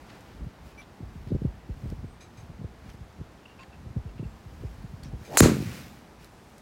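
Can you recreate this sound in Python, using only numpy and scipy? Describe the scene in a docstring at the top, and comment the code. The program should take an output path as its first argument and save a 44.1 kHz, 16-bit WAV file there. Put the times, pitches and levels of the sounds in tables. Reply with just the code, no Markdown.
"""Light wind buffets the microphone in a quiet backyard, over a distant hush and small sounds of a golfer.
He drives a ball into a practice net: the shaft swishes by vortex shedding, the impact cracks and sets
the hollow metal head ringing in its modes, and a fence and a garage reflect the sound. The ball slaps
the target sheet, which flaps and drums while the netting rustles. A limiter ducks under the blows."""
import sys
import numpy as np
from scipy import signal
from scipy.fft import rfft, irfft, next_fast_len
from scipy.io import wavfile
from scipy.ndimage import uniform_filter1d, minimum_filter1d

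SR = 44100
rng = np.random.default_rng(int(sys.argv[2]) if len(sys.argv) > 2 else 0)


def log_audio(samples):
    """Write samples as a 16-bit WAV file to the path given in sys.argv[1]."""
    # one column per channel
    frames = np.atleast_2d(samples).T
    # limit to full scale, then quantise
    limited = np.clip(frames, -1, 1)
    pcm = np.round(limited * 32767).astype(np.int16)
    wavfile.write(sys.argv[1], SR, pcm)


N = 291501
TIME = np.arange(N) / SR
STRIKE_S = 5.3721


def from_db(db):
    return 10 ** (np.asarray(db) / 20)


def rms_one(x):
    return x / np.sqrt(np.mean(x ** 2) + 1e-20)


def in_time(rows):
    """Each column of a curve, joined by straight lines."""
    s, *columns = np.transpose(rows)
    return [np.interp(TIME, s, c) for c in columns]


def since(s):
    """Seconds since an event, zero before it."""
    return np.maximum(TIME - s, 0)


def add(out, s, sound):
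    """Mix a short sound in at a time."""
    at = max(int(s * SR), 0)
    out[at:at + len(sound)] += sound[:N - at]


def cut(x, hz, kind, order=2):
    """Butterworth low- or high-pass."""
    return signal.sosfilt(signal.butter(order, min(hz, .45 * SR), kind, fs=SR, output="sos"), x)


def drift(rate):
    """Slow chance with spread 1."""
    r = np.exp(-40 * np.pi * rate / SR)
    slow = signal.lfilter([1], [1, -2 * r, r * r], rng.standard_normal(N // 20 + 2002))[2000:]
    return np.interp(np.arange(N) / 20, np.arange(len(slow)), rms_one(slow))


def coloured(spectrum, source=None):
    """Noise (or a given source) with a smooth spectrum and steep ends; rms 1."""
    hz, db = np.transpose(spectrum)
    size = next_fast_len(N)
    f = np.maximum(np.fft.rfftfreq(size, 1 / SR), 1)
    ends = 1 / np.sqrt((1 + (hz[0] / f) ** 8) * (1 + (f / hz[-1]) ** 8))
    source = rng.standard_normal(N) if source is None else source
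    return rms_one(irfft(rfft(source, size) * ends * from_db(np.interp(np.log(f), np.log(hz), db)),
                         size)[:N])


def narrow_noise(hz, width_hz):
    """A wavering tone around a pitch, which may move; rms 1."""
    phase = 2 * np.pi * np.cumsum(hz * np.ones(N)) / SR
    return drift(width_hz) * np.cos(phase) + drift(width_hz) * np.sin(phase)


def swells(rows, rest_db):
    """Incoherent addition: bell-shaped swells and a resting level sum in power to give one gain."""
    power = sum((from_db(db) * np.exp(-np.minimum(np.abs(TIME - s) / half, 10) ** 2)) ** 2
                for s, db, half in rows)
    return np.sqrt(power + from_db(rest_db) ** 2)


def burst(s, length_s, order, rise_s=0.00035):
    """Transient envelope: a sharp attack, then a decay that ends more abruptly at higher order."""
    age = since(s)
    return (1 - np.exp(-age / rise_s)) * np.exp(-np.minimum(age / length_s, 4) ** order)


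def resonate(x, hz, width_hz):
    """Resonance: a damped oscillator passes a band around its natural frequency; rms 1."""
    r = np.exp(-np.pi * width_hz / SR)
    return rms_one(signal.lfilter([1, 0, -1], [1, -2 * r * np.cos(2 * np.pi * hz / SR), r * r], x))


def grains(spectrum, grain_db):
    """Friction noise: slipping in tiny grains modulates the amplitude at random; rms 1."""
    return coloured(spectrum, rng.standard_normal(N) * from_db(grain_db * drift(440)))


def falling_wave(hz, turns, rise_s, decay_s):
    """Dispersion: a pulse whose highs arrive first and whose lows trail behind."""
    t = np.arange(SR // 6) / SR
    envelope = (1 - np.exp(-t / rise_s)) * np.exp(-t / decay_s)
    return envelope * np.sin(2 * np.pi * turns * np.log1p(t * hz / turns))


# course of the distant hush: (time [s], level [dB])
HUSH_LEVEL = [(0, -50), (1.1, -52.5), (6.6, -52)]
# its spectrum: (frequency [Hz], relative density [dB])
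HUSH_SPECTRUM = [(50, 1.5), (90, -2), (170, -2.5), (300, -5), (550, -10.5), (800, -9), (1100, -13.5),
                 (1840, -18.5), (2760, -24.5), (4740, -29), (7000, -34.5), (11000, -41), (19000, -49.5)]
def hush():
    """Ambient noise: a nearly steady outdoor floor, strongest in the bass."""
    level_db, = in_time(HUSH_LEVEL)
    return from_db(level_db) * coloured(HUSH_SPECTRUM)


# whistles of a far bird: (centre time [s], level [dB], pitch [Hz], glide [Hz/s], half length [s])
WHISTLES = [(1.86, -74, 8150, -800, .06), (2.062, -77, 8250, 5000, .035), (2.123, -69, 8560, 1200, 0.038),
            (4.3, -74, 7500, -300, .07)]
def bird(waver_hz=40):
    """Frequency modulation: each faint whistle is a tone that glides and wavers."""
    out, t = np.zeros(N), np.arange(-SR // 5, SR // 5) / SR
    waver = drift(waver_hz)[:len(t)]
    for s, db, hz, glide, half in WHISTLES:
        tone = np.sin(2 * np.pi * (hz + glide * t / 2) * t + waver)
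        add(out, s + t[0], from_db(db) * np.exp(-(t / half) ** 2) * tone)
    return out


# rubbing and rasping noise: (frequency [Hz], relative density [dB])
FRICTION_SPECTRUM = [(700, 11), (1800, 12.5), (5000, 2), (7000, -6), (10000, -7), (15000, -14)]
# faint chirps around the yard: (time [s], level [dB], pitch [Hz], length [s])
CHIRPS = [(3.454,-54.5,2780,.011), (3.481,-62,2820,0.064), (3.589,-55.5,2590,0.019), (3.607,-57,2700,0.022),
          (3.727,-61,2670,0.031), (4.089,-61,2690,.012), (4.18,-58.5,2680,0.026), (4.23,-64,2670,0.035)]
def chirps(width_hz=130, rasp_db=-4, rasp_top_hz=6000):
    """Narrow-band noise is heard as a rough pitch; each chirp adds a broad rasp and stops short."""
    rasp = from_db(rasp_db) * cut(coloured(FRICTION_SPECTRUM), rasp_top_hz, "low")
    return sum(from_db(db) * burst(s, length, order=4) * (narrow_noise(hz, width_hz) + rasp)
               for s, db, hz, length in CHIRPS)


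# metallic squeaks: (time [s], level [dB], pitch [Hz], length [s], overtone loss [dB/octave])
SQUEAKS = [(0.776,-45.5,2330,0.039,9), (3.59,-50,1062,0.05,6)]
# their overtones: (frequency [multiples of the pitch])
SQUEAK_RATIOS = [2.52, 4.33, 6.52]
def squeaks(waver_rad=0.27, waver_hz=70, friction_db=-12, overtone_db=-5, width_hz=160):
    """Friction-driven vibration: rubbed metal sings with rough, inharmonic overtones and stops dead."""
    out = np.zeros(N)
    waver = waver_rad * drift(waver_hz)
    friction = from_db(friction_db) * coloured(FRICTION_SPECTRUM)
    for s, db, hz, length, loss_db in SQUEAKS:
        tone = np.sin(2 * np.pi * hz * TIME + waver)
        overtones = sum(from_db(overtone_db - loss_db * np.log2(r)) * narrow_noise(r * hz, width_hz)
                        for r in SQUEAK_RATIOS)
        out += from_db(db) * burst(s, length, order=10, rise_s=.004) * (tone + overtones + friction)
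    return out


def eddy(t, hz, turn, front_db, lead_cycles=0.98, trail_cycles=1.63, sag=0.4625):
    """Pressure pulse of one eddy: a brief, higher thump, then a cycle or two that sag in pitch."""
    front_hz, lead_s, front_s = 305, 0.0019, 0.0032
    cycles = t * hz
    phase = np.cumsum(hz * 2 ** (-1.5 * np.tanh(sag * cycles))) / SR + turn
    envelope = np.exp(-(cycles / np.where(cycles < 0, lead_cycles, trail_cycles)) ** 2)
    # a complex pulse whose spectrum peaks at front_hz, turned to follow the eddy's phase
    thump = (1 - 1j * (t + lead_s) / front_s) ** (-1 - 2 * np.pi * front_hz * front_s)
    front = np.real(thump * np.exp(2j * np.pi * np.interp(-lead_s, t, phase)))
    return envelope * np.sin(2 * np.pi * phase) + from_db(front_db) * front


# gusts of the breeze: (centre time [s], level [dB], half length [s])
GUSTS = [(.42, -41.5, 0.084), (.65, -47, 0.042), (1.08, -46.5, 0.1), (1.37, -39.5, 0.19), (1.9, -43, 0.21),
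         (2.56, -47.5, 0.23), (2.95, -46.5, 0.12), (3.21, -45, 0.067), (3.9, -45.5, 0.16),
         (4.22, -43, 0.14), (4.72, -44.5, 0.29), (5.1, -41, 0.11)]
# their rumble: (frequency [Hz], relative density [dB])
RUMBLE_SPECTRUM = [(35, -7.5), (55, 6.5), (85, -1), (140, -11.5), (220, -8), (320, -29), (500, -41.5),
                   (800, -50.5)]
# the strongest eddies: (time [s], relative level [dB], pitch [Hz], front relative to eddy [dB])
STRONG_EDDIES = [(.413,-31.5,188,-18), (.472,-30,135.8,-24), (1.008,-33,222,-22), (1.035,-29.5,99.8,-13),
                 (1.162,-32.5,150.8,-12), (1.185,-34.5,85,-26), (1.275,-32,144.7,-7), (1.31,-27.5,231,-18),
                 (1.323,-18.5,220.8,-1), (1.335,-22,92.6,-20), (1.353,-19,154.7,-4.5),
                 (1.364,-26.5,190.1,1.5), (1.423,-24,169,-5.5), (1.455,-15,150.1,-6.5),
                 (1.478,-25.5,95.6,-26), (1.698,-29,182,-7), (1.71,-28,72,-26), (1.772,-38,129.7,-15),
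                 (1.844,-27.5,115.1,-9), (1.861,-32.5,170.4,-2), (1.872,-30,75.4,-26), (1.903,-36,74.7,-24),
                 (1.928,-27,143,-2.5), (1.991,-31.5,105.2,-16), (2.048,-28.5,135.8,-5), (2.072,-37,70,-26),
                 (2.392,-39,95,-18), (2.437,-37,105.4,-18), (2.503,-34,124.6,-12), (2.597,-36,170.2,-14),
                 (2.618,-31.5,150.4,-6), (2.648,-28.5,125.5,-4), (2.665,-38,75.3,-25),
                 (2.865,-39,159.3,-10), (2.948,-38.5,150,-12), (3.014,-35.5,115,-13),
                 (3.195,-39.5,171.5,-12), (3.216,-30,150.4,-7), (3.866,-33,138.4,-19),
                 (3.908,-37,130.5,-14), (3.971,-19.5,130.1,-14.5), (3.998,-32,89.8,-28),
                 (4.061,-30.5,132.7,-24), (4.078,-35,71.9,-31), (4.165,-36,109.8,-18), (4.2,-26.5,185,-6),
                 (4.212,-30.5,115,-26), (4.233,-28.5,197.4,-1), (4.262,-27.5,115,-21),
                 (4.468,-33,108.8,-27), (4.641,-34,199.9,2.5), (4.653,-25.5,119.3,-17),
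                 (4.849,-30,140.4,-25), (4.942,-31,134.7,-20), (5.062,-31.5,177,-19), (5.14,-26,111.9,-7.5),
                 (5.218,-35,120.4,-6)]
def wind(lumpy_db=2.5, eddy_gain_db=-1, eddies_per_s=13, eddy_hz=115.15, spread_octaves=0.494):
    """Turbulent pressure on the microphone: a lumpy rumble, strong eddies and random weaker ones."""
    gusts = swells(GUSTS, rest_db=-62.5)
    out = gusts * rms_one(coloured(RUMBLE_SPECTRUM) * from_db(lumpy_db * drift(23)))
    births = np.flatnonzero(rng.random(N) < eddies_per_s / SR)
    weak_db = 20 * np.log10(gusts) + 5.5 + 2 * rng.uniform(-1, 1, N)   # they ride on the gusts
    weak_hz = eddy_hz * 2 ** (spread_octaves * rng.uniform(-1.001, 1, N))
    weak_eddies = [(TIME[i], weak_db[i], weak_hz[i], -16) for i in births]
    t = np.arange(-SR // 20, SR // 20) / SR
    for (s, db, hz, front_db), turn in zip(STRONG_EDDIES + weak_eddies, rng.random(N)):
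        add(out, s + t[0], from_db(db + eddy_gain_db) * eddy(t, hz, turn, front_db))
    return out


def turbulence(rumble, fine_db=-21, low_hz=140, top_hz=480):
    """Energy cascade: strong eddies break up into finer, higher ones."""
    strength = np.sqrt(np.abs(uniform_filter1d(rumble ** 2, size=500)))
    fine = cut(cut(rng.standard_normal(N), top_hz, "low", order=4), low_hz, "high")
    return from_db(fine_db) * strength * rms_one(fine)


# dry ticks of grit and gear: (time [s], relative level [dB], centre frequency [Hz], decay time [s])
TICKS = [(.207, -57, 3500, .005), (1.9005, -48, 4470, 0.0021), (2.9, -52, 4000, 0.0018),
         (5.034, -51, 8000, 0.0035), (6.245, -44, 5500, 0.0015), (6.498, -63, 12000, .002),
         (6.581, -50, 5800, 0.0021)]
def ticks(gain_db=2, width_hz=4500, low_hz=2500):
    """A short transient has a wide band: crisp clicks with no bass."""
    snap = cut(rng.standard_normal(N), low_hz, "high")
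    return sum(from_db(db + gain_db) * burst(s, length, order=1) * resonate(snap, hz, width_hz)
               for s, db, hz, length in TICKS)


# scuffs of shoes and clothes: (time [s], relative level [dB], resonance [Hz], length [s])
SCUFFS = [(.09, -61, 4520, .03), (.815, -58.5, 3520, 0.023), (1.274, -62.5, 3940, 0.037),
          (2.893, -57, 3160, 0.015), (3.628, -59, 1780, 0.022), (5.032, -56, 4500, 0.013),
          (5.045, -58.5, 5600, 0.039)]
def scuffs(gain_db=2, body_db=-3, body_width_hz=2200, ring_db=-10, ring_width_hz=160, friction_db=-3):
    """Sliding friction: each brief contact excites a broad and a narrow resonance."""
    out = np.zeros(N)
    friction = grains(FRICTION_SPECTRUM, grain_db=4.5)
    for s, db, hz, length in SCUFFS:
        body = from_db(body_db) * resonate(friction, hz, body_width_hz)
        ring = from_db(ring_db) * resonate(friction, hz, ring_width_hz)
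        envelope = from_db(db + gain_db) * burst(s, length, order=2)
        out += envelope * (from_db(friction_db) * friction + body + ring)
    return out


# creaks, perhaps of the glove on the grip: (time [s], level [dB], length [s])
CREAKS = [(2.205, -56, .05), (2.372, -60.5, .05), (5.25, -57, .05)]
# their resonances: (frequency [Hz], relative level [dB])
CREAK_MODES = [(2400, -5), (3950, -5), (5000, -8), (6340, -1), (7900, -8.5), (10700, -13)]
def creaks(ring_db=-2, width_hz=170, friction_db=-6):
    """Forced vibration: rubbing excites the same few narrow resonances each time."""
    friction = coloured(FRICTION_SPECTRUM)
    ringing = sum(from_db(db + ring_db) * resonate(friction, hz, width_hz) for hz, db in CREAK_MODES)
    envelope = sum(from_db(db) * burst(s, length, order=2) for s, db, length in CREAKS)
    return envelope * (ringing + from_db(friction_db) * friction)


# dull brushes as the golfer takes his stance: (centre time [s], level [dB], half length [s])
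BRUSHES = [(.13, -57.5, 0.07), (.31, -62, 0.056), (2.87, -61, .05)]
# their spectrum: (frequency [Hz], relative density [dB])
BRUSH_SPECTRUM = [(500, 0.5), (1500, 0), (2400, -2.5), (4000, -8.5), (6500, -12.5)]
# he settles, winds up, swings and follows through: (centre time [s], level [dB], half length [s])
MOVES = [(.18, -64, 0.32), (.68, -61, 0.06), (1.22, -67, 0.41), (1.85, -64, 0.16), (2.4, -66, 0.071),
         (2.9, -63.5, 0.06), (4.7, -64, 0.45), (5.27, -56, 0.076), (5.365, -43, 0.042), (5.76, -56, 0.048),
         (6.235, -58.5, 0.04)]
# rustle of fabric and mesh: (frequency [Hz], relative density [dB])
RUSTLE_SPECTRUM = [(500, 3), (900, -7.5), (1300, -2), (2400, -1), (3500, -7), (5000, -6.5), (9000, -13.5),
                   (13000, -14), (19000, -15)]
def jacket(rest_db=-70):
    """Friction of cloth on cloth: the jacket brushes and rustles as the golfer moves."""
    brushing = swells(BRUSHES, rest_db) * coloured(BRUSH_SPECTRUM)
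    return brushing + swells(MOVES, rest_db) * grains(RUSTLE_SPECTRUM, grain_db=2)


def netting(level_db=-46.5, attack_s=.02, hold_s=0.36, release_db_per_s=66):
    """Friction in the mesh: the netting rustles once the ball is in, then settles."""
    attack = 1 - np.exp(-since(SLAP_S) / attack_s)
    release = from_db(level_db - release_db_per_s * since(SLAP_S + hold_s))
    return attack * release * grains(RUSTLE_SPECTRUM, grain_db=2)


# modes of the sheet stretched on its cords: (frequency [Hz], level [dB], 60 dB decay time [s])
SHEET_MODES = [(84, -23, .45), (206, -25.5, 0.88), (251, -29, 0.64), (292, -29.5, 0.76), (337, -34.5, .65),
               (408, -37.5, .55)]
def drumming(rise_s=0.03):
    """Normal modes of a membrane: the sheet's low tones swell after the slap and die away."""
    age = since(SLAP_S)
    modes = sum(from_db(db - 60 * age / t60) * np.sin(2 * np.pi * hz * age)
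                for hz, db, t60 in SHEET_MODES)
    return (1 - np.exp(-age / rise_s)) * modes


# the shaking sheet: (frequency [Hz], relative density [dB])
SHAKE_SPECTRUM = [(50, -13), (80, 0), (145, 1), (210, 4), (300, -3), (400, -8), (550, -24.5), (800, -38.5)]
# the ball's slap, then the flaps: (time [s], relative level [dB], starting pitch [Hz], decay time [s])
FLAPS = [(5.405,12.5,2300,0.00044), (5.4066,14.5,497,0.0031), (5.416,4,165,0.0047), (5.431,-2.5,330,0.0078),
         (5.441,-8,131,.008), (5.449,-14,380,.004), (5.4587,2,523,0.0032), (5.47,-10,400,0.004),
         (5.483,-8,453,0.0037), (5.495,-9,433,0.0058), (5.513,-19,610,.003), (5.518,-10,394,0.0044),
         (5.531,-19,310,.005), (5.541,-19,370,0.0055), (5.553,-18,310,0.0059), (5.567,-18,476,0.0022),
         (5.583,-20,248,0.0094), (5.603,-18,340,0.0092), (5.624,-19,360,0.0057), (5.639,-29,330,.005),
         (5.655,-23.5,258,0.01), (5.671,-22,192,.009), (5.69,-27,180,0.0074), (5.707,-26,210,0.0081),
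         (5.758,-36,280,.007), (5.782,-37,240.2,.008), (5.812,-38,260,.007), (5.835,-35.5,160,0.0088),
         (5.862,-38,300,0.0079)]
SLAP_S = FLAPS[0][0]
def sheet(attack_s=.008, flutter_db=1.5, snap_db=-7, snap_s=0.003):
    """Dispersive waves: the ball snaps the sheet taut, each flap falls in pitch, and it shakes out."""
    age = since(SLAP_S)
    shake, sway = from_db(-22 - 87.5 * age), from_db(-41 - 29 * age)   # the softer sway lasts longer
    flutter = rms_one(coloured(SHAKE_SPECTRUM) * from_db(flutter_db * drift(30)))
    out = (1 - np.exp(-age / attack_s)) * (shake + sway) * flutter
    for s, db, hz, decay_s in FLAPS:
        flap = falling_wave(hz, turns=1.62, rise_s=0.00075, decay_s=decay_s)
        add(out, s, from_db(db) * cut(flap, 1.2 * hz, "low"))   # soft cloth dulls each flap
    t = np.arange(SR // 50) / SR
    snap = cut(cut(rng.standard_normal(len(t)), 1400, "high"), 13000, "low")
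    add(out, SLAP_S, from_db(snap_db) * snap * np.exp(-t / snap_s))
    return cut(out, 42, "high")   # the sheet is too small to push deeper bass


def reverberant_gain(s, level_db, build_s, t60):
    """Reverberation: reflections build up, then decay exponentially."""
    age = since(s)
    return from_db(level_db - 60 * age / t60) * (1 - np.exp(-age / build_s))


# scattered sound of the strike: (frequency [Hz], relative density [dB])
STRIKE_SCATTER = [(300, -19), (500, -8), (700, -17), (1100, -16.5), (2000, -14.5), (2600, -15.5),
                  (3600, -24), (4000, -13), (5500, -14.5), (6800, -5), (8000, -16.5), (10000, -16.5),
                  (12000, -24.5), (18000, -23)]
# later scatter from the yard: (frequency [Hz], relative density [dB])
YARD_SCATTER = [(450, 5.5), (650, -9.5), (850, -10.5), (1340, -9.5), (1800, -12.5), (2300, -14),
                (3400, -19.5), (4100, -15.5), (5500, -21.5), (7300, -18.5), (10000, -26), (12500, -29.5),
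                (18000, -37.5)]
def scatter():
    """Diffuse reflection: countless small returns from siding, fence and ground merge into noise."""
    near = reverberant_gain(STRIKE_S, level_db=-7.5, build_s=0.051, t60=0.19) * coloured(STRIKE_SCATTER)
    far = reverberant_gain(5.419, level_db=-18, build_s=0.004, t60=0.36) * coloured(YARD_SCATTER)
    return near + far


# air shed by the shaft on the downswing: (time [s], pitch [Hz], relative level [dB])
SWISH = [(5.24, 395.7, -61), (5.295, 492.5, -42.5), (5.315, 606, -36.5), (5.35, 725, -33.5),
         (5.37, 827, -33), (5.40, 715, -55.5), (5.45, 497, -70.5)]
def swish(width_hz=160, gain_db=-4, head_ratio=0.35, head_db=-3):
    """Vortex shedding: the pitch rises with the shaft's speed; the thick head sheds a lower one."""
    hz, level_db = in_time(SWISH)
    passing = (TIME > SWISH[0][0]) & (TIME < SWISH[-1][0])
    vortices = narrow_noise(hz, width_hz) + from_db(head_db) * narrow_noise(head_ratio * hz, width_hz)
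    return passing * from_db(level_db + gain_db) * vortices


# modes of the hollow club head: (frequency [Hz], relative level [dB], 60 dB decay time [s])
HEAD_MODES = [(3930,-30,.2), (4090,-32.5,.3), (4341,-25,0.22), (4420,-29,.16), (5019,-29,.2),
              (5310,-30.5,.14), (5950,-21.5,0.13), (6080,-21,0.16), (6530,-22,.13), (6600,-21,0.16),
              (6780,-18.5,0.2), (6914,-26,.14), (7060,-5,.012), (7480,-16,.2), (7500,-24,.14),
              (7800,-23.5,.2), (7940,-25,.15), (8325,-26.5,.12), (8430,-27.5,.14), (8700,-23.5,.14),
              (9078,-23,.11), (9510,-26.5,.16), (10000,-26.5,.12), (10520,0,.0075), (10753,-26,.12),
              (11041,-29,.11), (11970,-30,0.098), (13294,-23.5,.07), (14200,-31,.07), (15450,-30,.09)]
def head_ring(doppler, swerve_per_s=0.01):
    """Doppler effect: the head's decaying modes slide in pitch as it swings on through its arc."""
    t = np.arange(SR // 4) / SR
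    warped_time = t * (1 + doppler - swerve_per_s * t)
    return sum((-1) ** k * from_db(db - 60 * t / t60) * np.sin(2 * np.pi * hz * warped_time)
               for k, (hz, db, t60) in enumerate(HEAD_MODES))


def ringing_tail():
    """Reverberation at random phase: the head's ping lingers among the walls."""
    ping = rms_one(signal.fftconvolve(rng.standard_normal(N), head_ring(doppler=-0.0036))[:N])
    return reverberant_gain(STRIKE_S, level_db=-27, build_s=.02, t60=0.17) * ping


# echoes off hard surfaces, each facing the moving head from another side:
# (delay [s], relative level [dB], Doppler shift [fraction of the pitch])
ECHOES = [(.0031,-8,0.0088), (0.0097,-12,-.006), (0.014,-9.5,-0.002), (0.0218,-11.5,-0.014),
          (.0245,-7.5,.006), (.028,-11,-.002)]
def club(click_db=1, knock_db=-17, crack_db=-10, crack_s=0.0044, ring_db=-3.5, echo_db=-2):
    """Impulse excitation: the brief contact clicks, knocks, cracks and rings the head; the walls echo."""
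    t = np.arange(SR // 40) / SR
    click = from_db(click_db) * falling_wave(hz=3300, turns=1.8, rise_s=.00005, decay_s=0.0016)
    knock = from_db(knock_db) * falling_wave(hz=520, turns=1.8, rise_s=.0003, decay_s=0.0029)
    crack = from_db(crack_db) * cut(rng.standard_normal(len(t)), 4200, "high") * np.exp(-t / crack_s)
    out = np.zeros(N)
    for sound in (click, knock, crack, from_db(ring_db) * head_ring(doppler=0)):
        add(out, STRIKE_S, sound)
    for delay, db, doppler in ECHOES:
        for sound in (from_db(-18.5) * click, from_db(-6) * crack, from_db(ring_db) * head_ring(doppler)):
            add(out, STRIKE_S + delay, from_db(db + echo_db) * sound)
    return out


def scene():
    """Superposition: yard, wind, golfer, net and shot sum in one channel."""
    yard = hush() + bird() + chirps() + squeaks()
    rumble = wind()
    golfer = ticks() + scuffs() + creaks() + jacket()
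    net = netting() + drumming() + sheet()
    shot = scatter() + swish() + ringing_tail() + club()
    return (yard + rumble + turbulence(rumble) + golfer + net + shot)[None]


def record(dry, ceiling_db=-1.96, release_db_per_s=450, bottom_hz=25, top_hz=16100):
    """Peak and band limiting: the gain ducks under the loudest peaks; deep bass and the top are cut."""
    dry = cut(dry, bottom_hz, "high", order=4)
    over_db = np.maximum(20 * np.log10(np.abs(dry[0]) + 1e-9) - ceiling_db, 0)
    held_db = np.maximum.accumulate(over_db + release_db_per_s * TIME) - release_db_per_s * TIME
    gain_db = uniform_filter1d(minimum_filter1d(-held_db, size=21), size=21)
    low_pass = signal.ellip(10, .1, 80, top_hz, fs=SR, output="sos")
    return signal.sosfilt(low_pass, dry * from_db(gain_db))


dry = scene()
out = record(dry)
log_audio(out)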